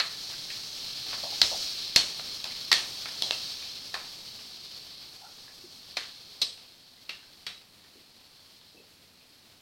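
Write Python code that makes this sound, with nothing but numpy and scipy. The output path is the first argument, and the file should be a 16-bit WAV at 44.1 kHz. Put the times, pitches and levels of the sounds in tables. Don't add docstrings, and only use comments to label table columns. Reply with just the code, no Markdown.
import sys
import numpy as np
from scipy import signal
from scipy.fft import rfft, irfft
from scipy.io import wavfile
from scipy.ndimage import uniform_filter1d

SR = 44100
rng = np.random.default_rng(int(sys.argv[2]) if len(sys.argv) > 2 else 0)


def output_pcm(signal):
    pcm = np.clip(np.atleast_2d(signal).T, -1, 1) * 32767
    wavfile.write(sys.argv[1], SR, np.round(pcm).astype(np.int16))


N = 423801

# f/Hz, T60/s
KITCHEN_T60 = [(100, 0.42), (500, 0.41), (2000, 0.37), (4500, 0.36), (9000, 0.48), (16000, 0.1)]
# f/Hz, nominal bandwidth/Hz, nominal lift/dB
PAN_MODES = [(1170, 210, 5), (1302, 18, 6.5), (1753, 27.6, 5.5), (1873, 13.4, 4.5), (2110, 30, 2),
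             (2680, 61, 3), (2840, 52, -8), (3080, 47, -0.5), (3330, 22, 6.5), (3530, 27, 4.5),
             (3600, 36, 3.5), (3884, 92, 6.5), (4200, 150, 5.5), (4410, 300, 2), (4586, 60, 7),
             (5001, 40, -7.5), (5100, 57.3, 4.5), (8330, 600, 4), (12540, 1200, 3.5)]
# f/Hz, relative level/dB
FLAME_SPECTRUM = [(20, -29.5), (45, -24.5), (80, 1), (125, -8), (175, -2.5), (280, -6), (620, -12.5),
                  (1500, -14), (2700, -10), (4200, -11.5), (7500, -18.5), (16000, -23.5)]
# t/s, level/dB, f/Hz, nominal width/octave, rise/s, decay/s
KNOCK_EVENTS = [(1.232, -37, 726, 0.27, 0.0019, 0.031), (1.32, -46.5, 780, 0.17, 0.004, .025),
                (1.515, -36, 646, 0.26, 0.001, 0.035), (5.211, -49, 815, 0.12, 0.032, 0.034),
                (5.232, -55.5, 1380, 0.063, 0.014, 0.053), (5.637, -48.5, 308, 0.22, 0.0027, 0.021),
                (7.95, -58.5, 320, 0.34, 0.0062, 0.06), (8.743, -57, 330, 0.48, 0.01, 0.054),
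                (8.762, -58.5, 2630, 0.026, 0.012, 0.031), (8.794, -59, 410, 0.48, .008, 0.04)]
# t/s, level/dB
BOIL_LEVEL = [(0.0, -41.5), (0.72, -39.5), (0.97, -39.5), (1.12, -38.5), (1.55, -37.5), (1.9, -40),
              (2.6, -41.5), (3.3, -41), (3.85, -43.5), (4.6, -48.5), (5.4, -51), (6.35, -52.5),
              (6.85, -60.5), (7.35, -57.5), (7.75, -61.5), (8.55, -59.5), (9.0, -63), (9.6, -62.5)]
# f/Hz, relative level/dB
WASH_SPECTRUM = [(25, -3), (60, -5), (120, -0.5), (250, -3), (500, -4), (1000, -7.5), (2000, -12),
                 (4000, -16.5), (7000, -15.5), (8400, -13), (10000, -15), (12300, -12.5), (16000, -14)]
# f/Hz, relative level/dB
BUBBLE_SPECTRUM = [(710, -54.5), (1200, -19), (1460, -21), (1750, -15.5), (1910, -20), (2200, -12),
                   (2830, -9), (3150, -3.5), (3430, -5.5), (4310, 1.5), (5350, -2), (7330, -18),
                   (9820, -25.5), (15200, -26.5), (16000, -13.5)]
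# f/Hz, relative level/dB
POP_SPECTRUM = [(30, -16), (90, -18.5), (300, -11.5), (700, -5.5), (1200, -14), (2000, -8.5), (3000, -1.5),
                (4200, 0), (5300, -4), (7000, -19.5), (10000, -25.5), (16000, -31)]
# t/s, nominal peak level/dB, snap f/Hz, snap level re spatter/dB,
# thump lift/dB, body lift/dB, crack lift/dB, burst length/s
SEED_BURSTS = [(0.0005, -19, 4150, -3.5, -2, 5, 13.5, 0.0084),
               (0.5026, -30.5, 3070, -13, 6, -15, 22, 0.0055),
               (1.130, -33, 3280, -14, -5, 15.5, 11, 0.0043), (1.416, -8.5, 4244, 1.5, 17, 0, 4.5, 0.0032),
               (1.961, -3.5, 4280, -1, 7, -0.5, 3, 0.0035), (2.1955, -32.5, 3550, -14, 2, 8, 6.5, 0.0035),
               (2.442, -22, 4160, -11, 9, 7.5, 2, 0.0019), (2.7157, -9.5, 1815, -14, -3, 5, 8, 0.0054),
               (2.7282, -7, 4550, -5.5, 3, -9, 9, 0.002), (3.057, -30.5, 3500, -16, 2, 5.5, 13, 0.0055),
               (3.2221, -15.5, 3170, 1.5, 4, 7, -8.5, 0.0015), (3.309, -18.5, 2680, -4.5, -6, 7, 1, 0.0013),
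               (3.9418, -23.5, 4200, -14, 9, 13, 9, 0.0045), (5.9695, -19, 4140, -7, 3, 1.5, 11, 0.0055),
               (6.416, -13.5, 5270, -16, 3, -5, -1.5, 0.01), (7.0931, -26, 2570, -2.5, 7, 1.5, 7, 0.0059),
               (7.466, -23, 4200, -27, 9, -4.5, 11, 0.006)]

FULL_BOIL_DB = -40
FLARE_DB, FLARE_S, FLARE_GROWTH = 2.5, 0.13, 0.55
BUBBLES_PER_S, BUBBLES_SLOPE = 7300, 0.78
SPRAY_DB, SPRAY_SLOPE = -45, 1.13
WASH_DB, WASH_SLOPE = -52, 0.63
SURGE_DB, SURGE_HZ = 1.5, 1
POP_DB, POP_S = -21, 0.0049
FIZZ_DB, FIZZ_SLOPE, FIZZ_DB_PER_DOUBLING = 4, 0.18, -0.5
ECHO_DB, ECHO_SLOPE = -4, -0.14
WALL_S, WALL_DB = 0.011, -18
CUTOFF_HZ = 16000


def amp(db):
    return 10 ** (np.asarray(db) / 20)


def unit_rms(x):
    return x / np.sqrt(np.mean(x ** 2) + 1e-20)


def log_interp(table, hz):
    f, value = np.transpose(table)
    return np.interp(np.log(hz + 1), np.log(f + 1), value)


def add(mix, start_s, sound):
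    part = mix[max(round(start_s * SR), 0):][:len(sound)]
    part += sound[:len(part)]


def bins(size=8192):
    return np.fft.rfftfreq(size, 1 / SR)


def colour(x, gain_db):
    log_gain = np.log(amp(np.r_[gain_db, gain_db[-2:0:-1]]))
    response = np.exp(np.conj(signal.hilbert(log_gain)))[:len(gain_db)]
    taps = irfft(response)[:len(gain_db)]
    return signal.oaconvolve(x, taps)[:len(x)]


def hump(hz, octaves):
    return np.exp(-.5 * (np.log2((bins() + 1) / hz) / octaves) ** 2)


def drift(corner_hz):
    f = np.fft.rfftfreq(N, 1 / SR)
    spectrum = rfft(rng.standard_normal(N))
    return unit_rms(irfft(spectrum / (1 + (f / corner_hz) ** 2), N))


def impulses(count, per_s):
    return rng.choice([-1., 1.], count) * (rng.random(count) < per_s / SR)


def room_tail(gap_s=.009, early_gain=0.51, early_s=0.013):
    t = np.arange(SR // 2) / SR
    echoes = impulses(len(t), per_s=5000) * (t > gap_s) * (1 + early_gain * np.exp(-t / early_s))
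    hz, age, spectra = signal.stft(echoes, SR, nperseg=256)
    decay = amp(-60 * age / log_interp(KITCHEN_T60, hz)[:, None])
    tail = signal.istft(spectra * decay, SR, nperseg=256)[1][:len(t)]
    return tail / np.linalg.norm(tail)


def pan_resonance(coupling=0.85, damping=0.89):
    hz, width, lift_db = np.transpose(PAN_MODES)
    detuning = 2 * (bins()[:, None] - hz) / (width * damping)
    return (coupling * lift_db / (1 + detuning ** 2)).sum(1)


def gas_flame():
    rush = unit_rms(colour(rng.standard_normal(N), log_interp(FLAME_SPECTRUM, bins())))
    return amp(-62.5) * rush * amp(1.2 * drift(corner_hz=5))


def knocks():
    out, t = np.zeros(N), np.arange(SR // 2) / SR
    for start_s, db, hz, width, rise, decay in KNOCK_EVENTS:
        band_db = 50 * (hump(hz, 3 * width) - 1)
        ring = unit_rms(colour(impulses(len(t), per_s=6000), band_db))
        swell = np.minimum(t / rise, 1) * np.exp(-np.maximum(t - rise, 0) / decay)
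        add(out, start_s, amp(db) * ring * swell)
    return out


def boil_level():
    t = np.arange(N) / SR
    level_db = np.interp(t, *np.transpose(BOIL_LEVEL))
    for start_s, peak_db, *_ in SEED_BURSTS:
        age = np.maximum(t - start_s, 0) / FLARE_S
        level_db += FLARE_DB * amp(FLARE_GROWTH * peak_db) * age * np.exp(1 - age)
    return level_db


def bubbles(per_s, spread_db=2.5, patches=8):
    clicks = impulses(N, per_s)
    strength = amp(spread_db * np.minimum(rng.exponential(1, N), 5))
    clicks = clicks * strength / np.sqrt(per_s)
    patch = rng.integers(0, patches, N)
    echoes = sum(signal.oaconvolve(clicks * (patch == k), room_tail())[:N] for k in range(patches))
    return unit_rms(clicks + amp(3.4) * echoes)


def sizzle(boil_db, crossover_hz=5100):
    strength_db = boil_db - FULL_BOIL_DB
    rate = BUBBLES_PER_S * amp(BUBBLES_SLOPE * strength_db)
    shape_db = log_interp(BUBBLE_SPECTRUM, bins()) + pan_resonance()
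    fineness = ((bins() + 1) / crossover_hz) ** 10
    hiss = unit_rms(colour(bubbles(rate), shape_db - 10 * np.log10(1 + fineness)))
    spray = unit_rms(colour(bubbles(rate), shape_db - 10 * np.log10(1 + 1 / (fineness + 1e-4))))
    wash = unit_rms(colour(bubbles(rate), log_interp(WASH_SPECTRUM, bins())))
    hiss_db = boil_db + 0.43 + SURGE_DB * drift(SURGE_HZ)
    spray_db = SPRAY_DB + SPRAY_SLOPE * strength_db + SURGE_DB * drift(SURGE_HZ)
    wash_db = WASH_DB + WASH_SLOPE * strength_db
    flutter = amp(0.92 * drift(corner_hz=27))
    return flutter * (hiss * amp(hiss_db) + spray * amp(spray_db) + wash * amp(wash_db))


def droplet_ticks(boil_db, per_s=4):
    out = np.zeros(N)
    for when, faintness, pitch in rng.random((int(per_s * N / SR), 3)):
        at = int(when * N)
        peak_db = -37.0 + 0.61 * (boil_db[at] - FULL_BOIL_DB) - 8 * faintness
        tick = pop(peak_db, snap_hz=1500 + 3000 * pitch, snap_db=-1.6,
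                   thump_db=0, body_db=10.0, crack_db=3.7, length_s=0.0041)
        add(out, at / SR, tick)
    return out


def hull_snap(t, hz, length_s, glide=0.57):
    waver = 0.087 * unit_rms(uniform_filter1d(rng.standard_normal(len(t)), size=40))
    cycles = np.cumsum(hz * (1 + waver + glide * np.exp(-t / 0.00044))) / SR
    tone = np.sin(2 * np.pi * cycles) + amp(-38.5) * np.sin(4 * np.pi * cycles)
    attack = 1 - np.exp(-t / 0.000088)
    return tone * attack * np.exp(-(t / length_s) ** 0.89)


def pop(peak_db, snap_hz, snap_db, thump_db, body_db, crack_db, length_s):
    force_db = peak_db - POP_DB
    fizz_db = FIZZ_DB + FIZZ_SLOPE * force_db + FIZZ_DB_PER_DOUBLING * np.log2(length_s / POP_S)
    tail = amp(ECHO_DB + ECHO_SLOPE * force_db) * room_tail()
    t = np.arange(len(tail)) / SR
    attack = 1 - 0.36 * np.exp(-t / (0.75 * length_s))
    burst = impulses(len(t), per_s=20000) * attack * np.exp(-(t / length_s) ** 1.4)
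    coupling = rng.uniform(0.32, 1.35, len(PAN_MODES)) * np.clip(length_s / POP_S, .7, 1.8)
    shape_db = log_interp(POP_SPECTRUM, bins()) + pan_resonance(coupling, damping=0.94)
    shape_db += thump_db * hump(58, 1.0) + body_db * hump(920, 0.85)
    shape_db += crack_db * hump(1700, 0.57) + fizz_db * hump(9500, 1.0)
    spatter = colour(burst / np.linalg.norm(burst) + tail, shape_db)
    snap = hull_snap(t, snap_hz, min(1.7 * length_s, .0075))
    snap += amp(-3.0) * signal.oaconvolve(snap, tail)[:len(t)]
    sound = spatter + amp(snap_db) * unit_rms(snap) * spatter.std()
    add(sound, WALL_S, amp(WALL_DB) * sound)
    return amp(peak_db + 22.0) * sound


def seed_pops():
    out = np.zeros(N)
    for start_s, *burst in SEED_BURSTS:
        add(out, start_s, pop(*burst))
    return out


def scene():
    boil_db = boil_level()
    mono = sizzle(boil_db) + seed_pops() + droplet_ticks(boil_db) + knocks() + gas_flame()
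    return np.array([mono, mono])


def record(dry):
    rounded = 1.1 * np.tanh(dry / 1.1)
    low_pass = signal.firwin(511, CUTOFF_HZ, window=("kaiser", 9), fs=SR)
    return signal.oaconvolve(rounded, low_pass[None], "same")


dry = scene()
out = record(dry)
output_pcm(out)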